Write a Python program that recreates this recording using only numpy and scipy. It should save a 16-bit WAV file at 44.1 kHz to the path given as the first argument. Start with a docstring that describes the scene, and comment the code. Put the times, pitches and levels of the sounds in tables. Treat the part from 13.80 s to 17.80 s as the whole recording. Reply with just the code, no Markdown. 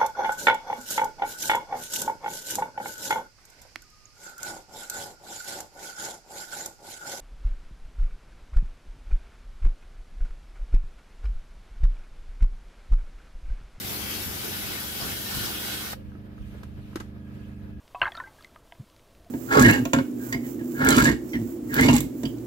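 """A wet paved yard, close to a car wheel being pressure-washed.
The fan jet hisses, drums behind the spokes and blows gusts at the microphone until the trigger shuts.
The pump runs down, water drains away and the plastic spray gun knocks as it is handled.
An engine throbs nearby throughout, and a faint whir comes forward near the end."""
import sys
import numpy as np
from scipy import signal
from scipy.fft import rfft, irfft
from scipy.io import wavfile
from scipy.ndimage import uniform_filter1d

SR = 44100
rng = np.random.default_rng(int(sys.argv[2]) if len(sys.argv) > 2 else 0)


def generate_wav(sig):
    """Save sig (samples, or channels by samples) to the path in sys.argv[1] as 16-bit PCM at SR."""
    pcm = np.round(np.clip(np.atleast_2d(sig).T, -1, 1) * 32767).astype(np.int16)
    wavfile.write(sys.argv[1], SR, pcm)


N = 176400
T = np.arange(N) / SR
SHUT_S, HISS_FALL_S, SPLASH_FALL_S = 2.133, 0.0044, 0.012  # the water stops; hiss dies before splash


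def amp(db):
    """Decibels to gain."""
    return 10 ** (np.asarray(db) / 20)


def unit(x):
    """Scales to rms 1."""
    return x / np.sqrt(np.mean(x ** 2) + 1e-20)


def panned(db):
    """Stereo gains for a level difference, left minus right."""
    return amp(np.array([[.5], [-.5]]) * db)


def at_hz(table, hz):
    """Every column of a table, read along log frequency."""
    f, *columns = np.transpose(table)
    return np.array([np.interp(np.log(hz + 1), np.log(f), c) for c in columns])


def in_time(table):
    """Every dB column of a table as a gain over time."""
    s, *columns = np.transpose(table)
    return amp([np.interp(T, s, c) for c in columns])


def add(mix, start_s, sound):
    """Lays a stereo sound into the mix."""
    part = mix[:, round(start_s * SR):][:, :sound.shape[1]]
    part += sound[:, :part.shape[1]]


def drift(rate_hz):
    """Slow random wander of rms 1."""
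    hz = np.fft.rfftfreq(N, 1 / SR)
    return unit(irfft(rfft(rng.standard_normal(N)) / (1 + (hz / rate_hz) ** 4), N))


def coloured(x, colour):
    """Gives a sound a spectrum, at rms 1."""
    n = x.shape[-1]
    return unit(irfft(rfft(x) * amp(at_hz(colour, np.fft.rfftfreq(n, 1 / SR))), n))


def rush(colour, patchy_db, flicker_db, size=1024):
    """Turbulent stereo noise of rms 1, with drifting spectral patches and an overall flicker."""
    # likeness of the two channels: freq_hz, coherence, left_lead_rad
    stereo_image = [(30, 0.44, 1), (194, 0.76, 0.5), (308, 0.81, 0.37), (468, 0.49, 1), (702, 0.2, 3),
                    (920, 0.69, -1.1), (1110, 0.74, 2.5), (1460, 0.16, -2.5), (1670, 0.97, -2),
                    (2210, 0.48, -2), (2180, 0, -4.5), (4000, 0, 0.5), (15000, 0.0062, -2)]
    frames, hz = N // (size // 4) + 5, np.fft.rfftfreq(size, 1 / SR)
    a, b, c, d, patches = rng.standard_normal((5, frames, len(hz))).transpose(0, 2, 1)
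    patches = unit(uniform_filter1d(uniform_filter1d(patches, size=12, axis=0), size=10, axis=1))
    flicker = unit(uniform_filter1d(rng.standard_normal(frames), size=3))
    coherence, lead = at_hz(stereo_image, hz)[:, :, None]
    coherence = np.clip(coherence, 0, 1)
    left = a + 1j * b
    right = coherence * np.exp(-1j * lead) * left + np.sqrt(1 - coherence ** 2) * (c + 1j * d)
    gain = amp(at_hz(colour, hz)[:, :, None] + patchy_db * patches + flicker_db * flicker)
    _, noise = signal.istft(gain * np.array([left, right]), nperseg=size, noverlap=size - size // 4)
    return unit(noise[:, :N])


def resonance(hz, width_hz):
    """Stereo noise of rms 1 ringing in one band, which may glide."""
    lowpass = signal.butter(2, width_hz / 2, fs=SR, output="sos")
    a, b = signal.sosfilt(lowpass, rng.standard_normal((2, 2, N)))
    angle = 2 * np.pi * np.cumsum(hz * np.ones(N)) / SR
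    return unit(a * np.cos(angle) + b * np.sin(angle))


def clack(modes, contact_s):
    """A brief rough contact rings a set of modes, a little differently in each channel."""
    t = T[:SR // 5]
    out = np.zeros((2, len(t)))
    for hz, db, t60_s in modes:
        grit = rng.standard_normal(len(t)) + 1.6 * rng.standard_normal((2, len(t)))
        contact = grit * t / contact_s * np.exp(-2 * t / contact_s)
        ring = amp(-60 * t / t60_s) * np.sin(2 * np.pi * hz * t)
        out += amp(db) * unit(signal.fftconvolve(contact, ring[None], axes=1)[:, :len(t)])
    return out / out[:, :SR // 100].std()  # rms 1 over the first 10 ms


def valve(fall_s, echo_db=-13, echo_t60_s=0.19):
    """Open until the trigger shuts; then a quick collapse and the echo of the yard."""
    after = np.maximum(T - SHUT_S, 0)
    return np.maximum(np.exp(-after / fall_s), amp(echo_db - 60 * after / echo_t60_s))


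def yard():
    """The outdoor bed, low rumble on the microphone and the soft fizz of draining water."""
    # spectra of the three layers: freq_hz, density_db
    bed_colour = [(20, -24), (35, -10.5), (52, 0.5), (80, -7), (130, -5.5), (200, -22.5), (320, -16.5),
                  (450, -18), (620, -19), (800, -28), (1050, -30.5), (1300, -29), (1480, -30), (1680, -29),
                  (2100, -33.5), (2650, -42.5), (3100, -40), (5000, -46.5), (8000, -64), (12000, -50),
                  (15500, -51)]
    rumble_colour = [(20, -30), (48, 6.5), (80, -9.5), (160, -18), (500, -40), (2000, -72)]
    fizz_colour = [(300, -21), (1200, -2.5), (2800, 1), (5000, -9.5), (8000, -13.5), (12000, -12),
                   (15500, -15)]
    # swells of rumble and fizz: time_s, level_db
    rumble_level = [(2.1, -50), (2.28, -37), (2.38, -53.5), (2.56, -49), (2.62, -31), (2.72, -45),
                    (2.88, -41), (3.1, -44), (3.5, -53), (3.65, -47), (4, -43)]
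    fizz_level = [(2.2, -65), (2.52, -70), (2.62, -62), (2.73, -59), (2.92, -65.5), (3.15, -59.5),
                  (3.33, -73), (3.55, -62), (4, -69.5)]
    bed = amp(-48) * rush(bed_colour, patchy_db=-0.04, flicker_db=2.6, size=2048)
    rumble = in_time(rumble_level) * rush(rumble_colour, patchy_db=-1.5, flicker_db=0, size=2048)
    fizz = in_time(fizz_level) * rush(fizz_colour, patchy_db=2, flicker_db=0.4, size=512)
    return bed + rumble * panned(-3.5) + fizz


def whir():
    """A faint whir in three soft bands, which comes forward near the end."""
    # bands of the whir: centre_hz, width_hz, gain_db
    bands = [(1275, 70, -7), (1660, 100, 0.5), (2550, 230, -6)]
    # its late swell: time_s, level_db
    swell = [(3.3, -73.5), (3.5, -66.5), (4, -69)]
    return in_time(swell) * sum(amp(db) * resonance(hz, width_hz) for hz, width_hz, db in bands)


def engine(cycle_hz=24.965, beat_s=2.5656, throb_orders=(8, 9), smear_rad=1.65):
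    """A steady idle: two strong orders line up once a cycle and throb, the others smear into a hum."""
    # harmonics of the engine cycle: order, gain_db
    harmonics = [(2, -10.5), (3, 1), (4, 0.5), (5, -1.5), (6, -11), (7, -7.5), (8, 2.5), (9, -1),
                 (10, -11.5), (11, -14), (12, -4.5), (15, -16.5), (16, -16.5), (17, -24), (20, -22),
                 (27, -26)]
    # loudness of the idle: time_s, level_db
    level = [(0, -42.5), (1.2, -45), (2.2, -43), (3.2, -41.5), (3.7, -39.5), (4, -40.5)]
    turns = cycle_hz * (T - beat_s) + 0.0011 * drift(rate_hz=5.4)
    hum = np.zeros(N)
    for order, db in harmonics:
        lag = 0 if order in throb_orders else smear_rad * order ** 2
        hum += amp(db + 0.69 * drift(rate_hz=3.2)) * np.cos(2 * np.pi * order * turns - lag)
    return in_time(level) * panned(-3) * unit(hum)


def pump(cycle_hz=24.65, run_down_s=0.08):
    """The pump drones while water flows, and runs on for a moment after the trigger shuts."""
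    # harmonics of the pump under load: order, rms_db
    harmonics = [(17, -60.5), (21, -55.5), (22, -61), (23, -85), (24, -58.5), (25, -60.5)]
    turns = cycle_hz * T + 0.0058 * drift(rate_hz=1.5)
    drone = sum(amp(db) * np.sqrt(2) * np.cos(2 * np.pi * (order * turns + rng.random((2, 1))))
                for order, db in harmonics)
    after = np.maximum(T - SHUT_S, 0)
    return drone * np.exp(-(after / run_down_s) ** 4 / 2)


def knock(thud_db, clack_db, tick_db):
    """A plastic knock: a hollow thud, a short rattle into the gun's modes and a bright tick."""
    # modes of the gun body: pitch_hz, gain_db, t60_s
    modes = [(484, -5.5, 0.03), (770, -13, 0.041), (1060, -5, 0.017), (1290, 1, 0.047), (1600, 1.5, 0.021),
             (1970, -9, 0.02), (2280, -14, .02), (2860, -6, 0.027), (3440, -13, 0.015)]
    # spectrum of the tick: freq_hz, density_db
    tick_colour = [(200, 6), (1500, 6), (3500, -0.5), (6000, -3), (10000, -9.5), (12500, -8), (15500, -16)]
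    thud_hz, thud_rise_s, thud_t60_s = 321, 0.008, 0.029
    tick_rise_s, tick_fall_s, tail_s = 0.0011, 0.0066, 0.051
    firm_db, dull_above_hz = -37, 1470
    t = T[:SR // 5]
    thud = (1 - np.exp(-t / thud_rise_s)) * amp(-60 * t / thud_t60_s) * np.sin(2 * np.pi * thud_hz * t)
    tick = coloured(rng.standard_normal((2, len(t))), tick_colour) * np.minimum(t / tick_rise_s, 1)
    tick *= np.exp(-t / tick_fall_s) + amp(-16.5) * np.exp(-t / tail_s)
    # a gentler knock excites the high modes less
    db_per_octave = 2 * max(firm_db - clack_db, 0)
    softened = [(hz, db - db_per_octave * max(np.log2(hz / dull_above_hz), 0), t60_s)
                for hz, db, t60_s in modes]
    rattle = clack(softened, contact_s=0.003)
    return amp(thud_db) * thud / abs(thud).max() + amp(clack_db) * rattle + amp(tick_db) * tick


def spray_gun(lance_t60_s=0.032):
    """The trigger valve snaps shut and rings the lance; then the gun knocks in the hand."""
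    # snaps of the valve: start_s, level_db
    snaps = [(2.1272, -39.5), (2.1315, -36)]
    # modes of valve and lance: pitch_hz, gain_db
    lance = [(820, 6.5), (1270, 1), (1590, -3), (1860, -1), (2040, -10)]
    # handling knocks: start_s, thud_db, clack_db, tick_db, pan_db
    knocks = [(2.317, -64, -55, -76, 1), (2.3503, -42.5, -58, -73, -8), (2.578, -51, -53, -66, -2),
              (2.832, -51, -48.5, -45, -1), (3.129, -63, -55, -70, -4), (3.1569, -23.5, -39.5, -33, 2.5),
              (3.170, -63, -43.5, -54, -4), (3.2001, -60, -60, -40, 3), (3.2031, -36.5, -39.5, -41.5, -3),
              (3.2128, -60, -52, -55, -3)]
    out = np.zeros((2, N))
    for start_s, db in snaps:
        add(out, start_s, amp(db) * clack([(*mode, lance_t60_s) for mode in lance], contact_s=0.0012))
    for start_s, *levels, pan_db in knocks:
        add(out, start_s, knock(*levels) * panned(pan_db))
    return out


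def gusts():
    """Air dragged along by the jet buffets the microphone."""
    # surges of air: time_s, gain_db
    surges = [(0, -13), (.2, -8), (.25, 2), (.32, -22), (.46, 2.5), (.6, -5.5), (.8, 0), (1.12, -15),
              (1.25, 5.5), (1.35, -5.5), (1.51, -5), (1.56, 9.5), (1.66, 6), (1.76, -15), (1.88, -10),
              (2.12, -8)]
    # spectrum of the buffeting: freq_hz, density_db
    colour = [(20, -16), (45, 3), (70, 0.5), (130, -1.5), (250, -4), (450, -27.5), (1000, -64)]
    wind = rush(colour, patchy_db=1, flicker_db=-0.5)
    return amp(-42.5) * in_time(surges) * valve(SPLASH_FALL_S) * wind


def rasp():
    """The narrow jet saws over spoke edges, most of all with the nozzle held close."""
    # bite on the spokes: time_s, level_db
    bite = [(0, -62), (1.48, -48), (1.54, -37.5), (1.65, -39), (1.71, -55), (1.9, -42.5), (2.1, -46.5)]
    # spectrum of the rasp: freq_hz, density_db
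    colour = [(1800, -6), (3000, -3.5), (5400, 0.5), (6800, -15), (7800, -2.5), (11000, -11)]
    return in_time(bite) * valve(HISS_FALL_S) * rush(colour, patchy_db=-2, flicker_db=-3, size=512)


def wheel(glide=0.018, wander_db=2.5):
    """Water drums in the cavities behind the spokes; resonances glide, come and go as the jet moves."""
    # resonances of the wheel: centre_hz, width_hz, gain_db
    cavities = [(1502, 114, -6), (1658, 240, -6), (1855, 38, -5.5), (2966, 150, -7), (3286, 210, -3),
                (3824, 110, -1.5)]
    # the jet's drive into the hollow: time_s, gain_db
    drive = [(0, -8), (.25, -15), (.36, 3), (.45, -5), (.7, -8), (1.0, 2.5), (1.25, -1.5), (1.38, 5.5),
             (1.5, 2.5), (1.7, 2), (1.86, 5.5), (2.12, -2.5)]
    # hub pockets that sing as the jet dips in: middle_s, level_db, half_length_s, pitch_hz
    pockets = [(0.31, -42.5, 0.063, 3200), (0.35, -45.5, 0.064, 2700), (0.63, -49, 0.075, 3080),
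               (1.59, -44, 0.047, 3070), (1.595, -41.5, 0.041, 4150)]
    out = np.zeros((2, N))
    for hz, width_hz, db in cavities:
        ring = resonance(hz * (1 + glide * drift(rate_hz=3)), width_hz)
        out += amp(db + wander_db * drift(rate_hz=6.5)) * ring
    out *= amp(-50) * in_time(drive) * valve(SPLASH_FALL_S)
    for middle_s, db, half_s, hz in pockets:
        swell = np.exp(-((T - middle_s) / half_s) ** 2 / 2)
        out += amp(db) * swell * panned(4.5) * resonance(hz, width_hz=240)
    return out


def slaps(rise_s=0.0022):
    """Water slaps as the jet crosses an edge."""
    # edge crossings: start_s, level_db, decay_s
    crossings = [(0.901, -37, 0.05), (1.208, -32, 0.041), (1.636, -38, .03)]
    # spectrum of a slap: freq_hz, density_db
    colour = [(50, -23), (130, -4), (500, -2.5), (1400, -6), (2500, -19), (5000, -6), (9000, -27)]
    envelope = np.zeros(N)
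    for start_s, db, decay_s in crossings:
        age = np.maximum(T - start_s, 0)
        envelope += amp(db) * (1 - np.exp(-age / rise_s)) * np.exp(-age / decay_s)
    return envelope * rush(colour, patchy_db=3, flicker_db=-2, size=512)


def jet(drops_per_s=1200):
    """Nozzle hiss, the roar of water striking the wheel and single hard drops."""
    # force of the jet: time_s, nozzle_db, strike_db
    force = [(0, -1.5, 2), (.11, 4.5, -0.5), (.2, 1, 1), (.25, -2, 2), (.32, 3, 3), (.39, 1, 1),
             (.45, 3.5, 1), (.5, -0.5, 0.5), (.67, 1.5, 2), (.95, 1, 2), (1.1, 0.5, -1), (1.23, 2.5, 1.5),
             (1.32, 1.5, 2.5), (1.43, 2, -2), (1.49, 1, 2.5), (1.55, 4.5, 0), (1.65, 2.5, 4),
             (1.77, 1.5, 0), (1.92, 2, 3), (2.12, -2, -1)]
    # spectra of the nozzle and of water on the wheel: freq_hz, left_density_db, right_density_db
    hiss_colour = [(100, -36, -16), (580, -9.5, 0), (1510, -10.5, -20.5), (2440, -2.5, -13),
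                   (3220, -12, 0.5), (4160, -8, -7), (5620, -2.5, -6.5), (7400, -8, -5.5), (8700, -9, -6.5),
                   (10000, -2, -5), (11600, 5.5, -5.5), (13000, -1, 1.5), (15200, 0.5, -1),
                   (16000, -3.5, 0.5)]
    splash_colour = [(60, -33, -23), (192, 2, 3), (296, 5, 4), (444, -7.5, 6), (600, -0.5, -21),
                     (840, 1, -1.5), (1060, -4.5, -5), (1414, 0.5, 3), (1706, -3, 5), (1860, -4.5, -9),
                     (1970, 1.5, 3), (2480, 0, -2.5), (2970, 2, -1), (4020, 1.5, -4), (4450, -1.5, 0.5),
                     (4930, 0.5, -3), (6840, -4.5, -10.5), (9700, -5.5, -11.5), (15500, -6.5, -13)]
    nozzle, strike = in_time(force)
    hiss = amp(-36) * rush(hiss_colour, patchy_db=1.7, flicker_db=-0.4, size=512)
    roar = amp(-37) * rush(splash_colour, patchy_db=2, flicker_db=0.65)
    sizes = amp(3.1 * np.minimum(rng.exponential(1, (2, N)), 5)) * rng.choice([-1, 1], (2, N))
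    hits = rng.random((2, N)) < drops_per_s / SR
    drops = amp(-56) * coloured(sizes * hits, splash_colour)
    return hiss * nozzle * valve(HISS_FALL_S) + (roar + drops) * strike * valve(SPLASH_FALL_S)


def off_paving(spray, gain=0.24, delay_s=0.0027, sway_s=0.00007):
    """The spray also arrives off the ground; the path sways with the hand, so the colour shifts."""
    echo = [np.interp(T - delay_s - sway_s * drift(rate_hz=2), T, channel) for channel in spray]
    return spray + gain * np.array(echo)


def scene():
    """The spray up front, over the machines, the yard and the handling of the gun."""
    # the jet's swing across the wheel: time_s, pan_db
    swing = [(0, 0.5), (.3, 1.5), (.75, 0), (1.6, -0.2), (1.72, -1.2), (2.12, -2.3)]
    spray = off_paving(jet() + wheel() + slaps() + rasp())
    spray *= panned(np.interp(T, *np.transpose(swing)))
    return spray + gusts() + engine() + pump() + yard() + whir() + spray_gun()


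def record(dry, low_cut_hz=54.4, high_cut_hz=15620):
    """A gentle low cut and a steep high cut on the mix."""
    lean = signal.sosfilt(signal.butter(2, low_cut_hz, "high", fs=SR, output="sos"), dry)
    high_cut = signal.firwin(1023, high_cut_hz, window=("kaiser", 8), fs=SR)
    return signal.oaconvolve(lean, high_cut[None], "same")


dry = scene()
out = record(dry)
generate_wav(out)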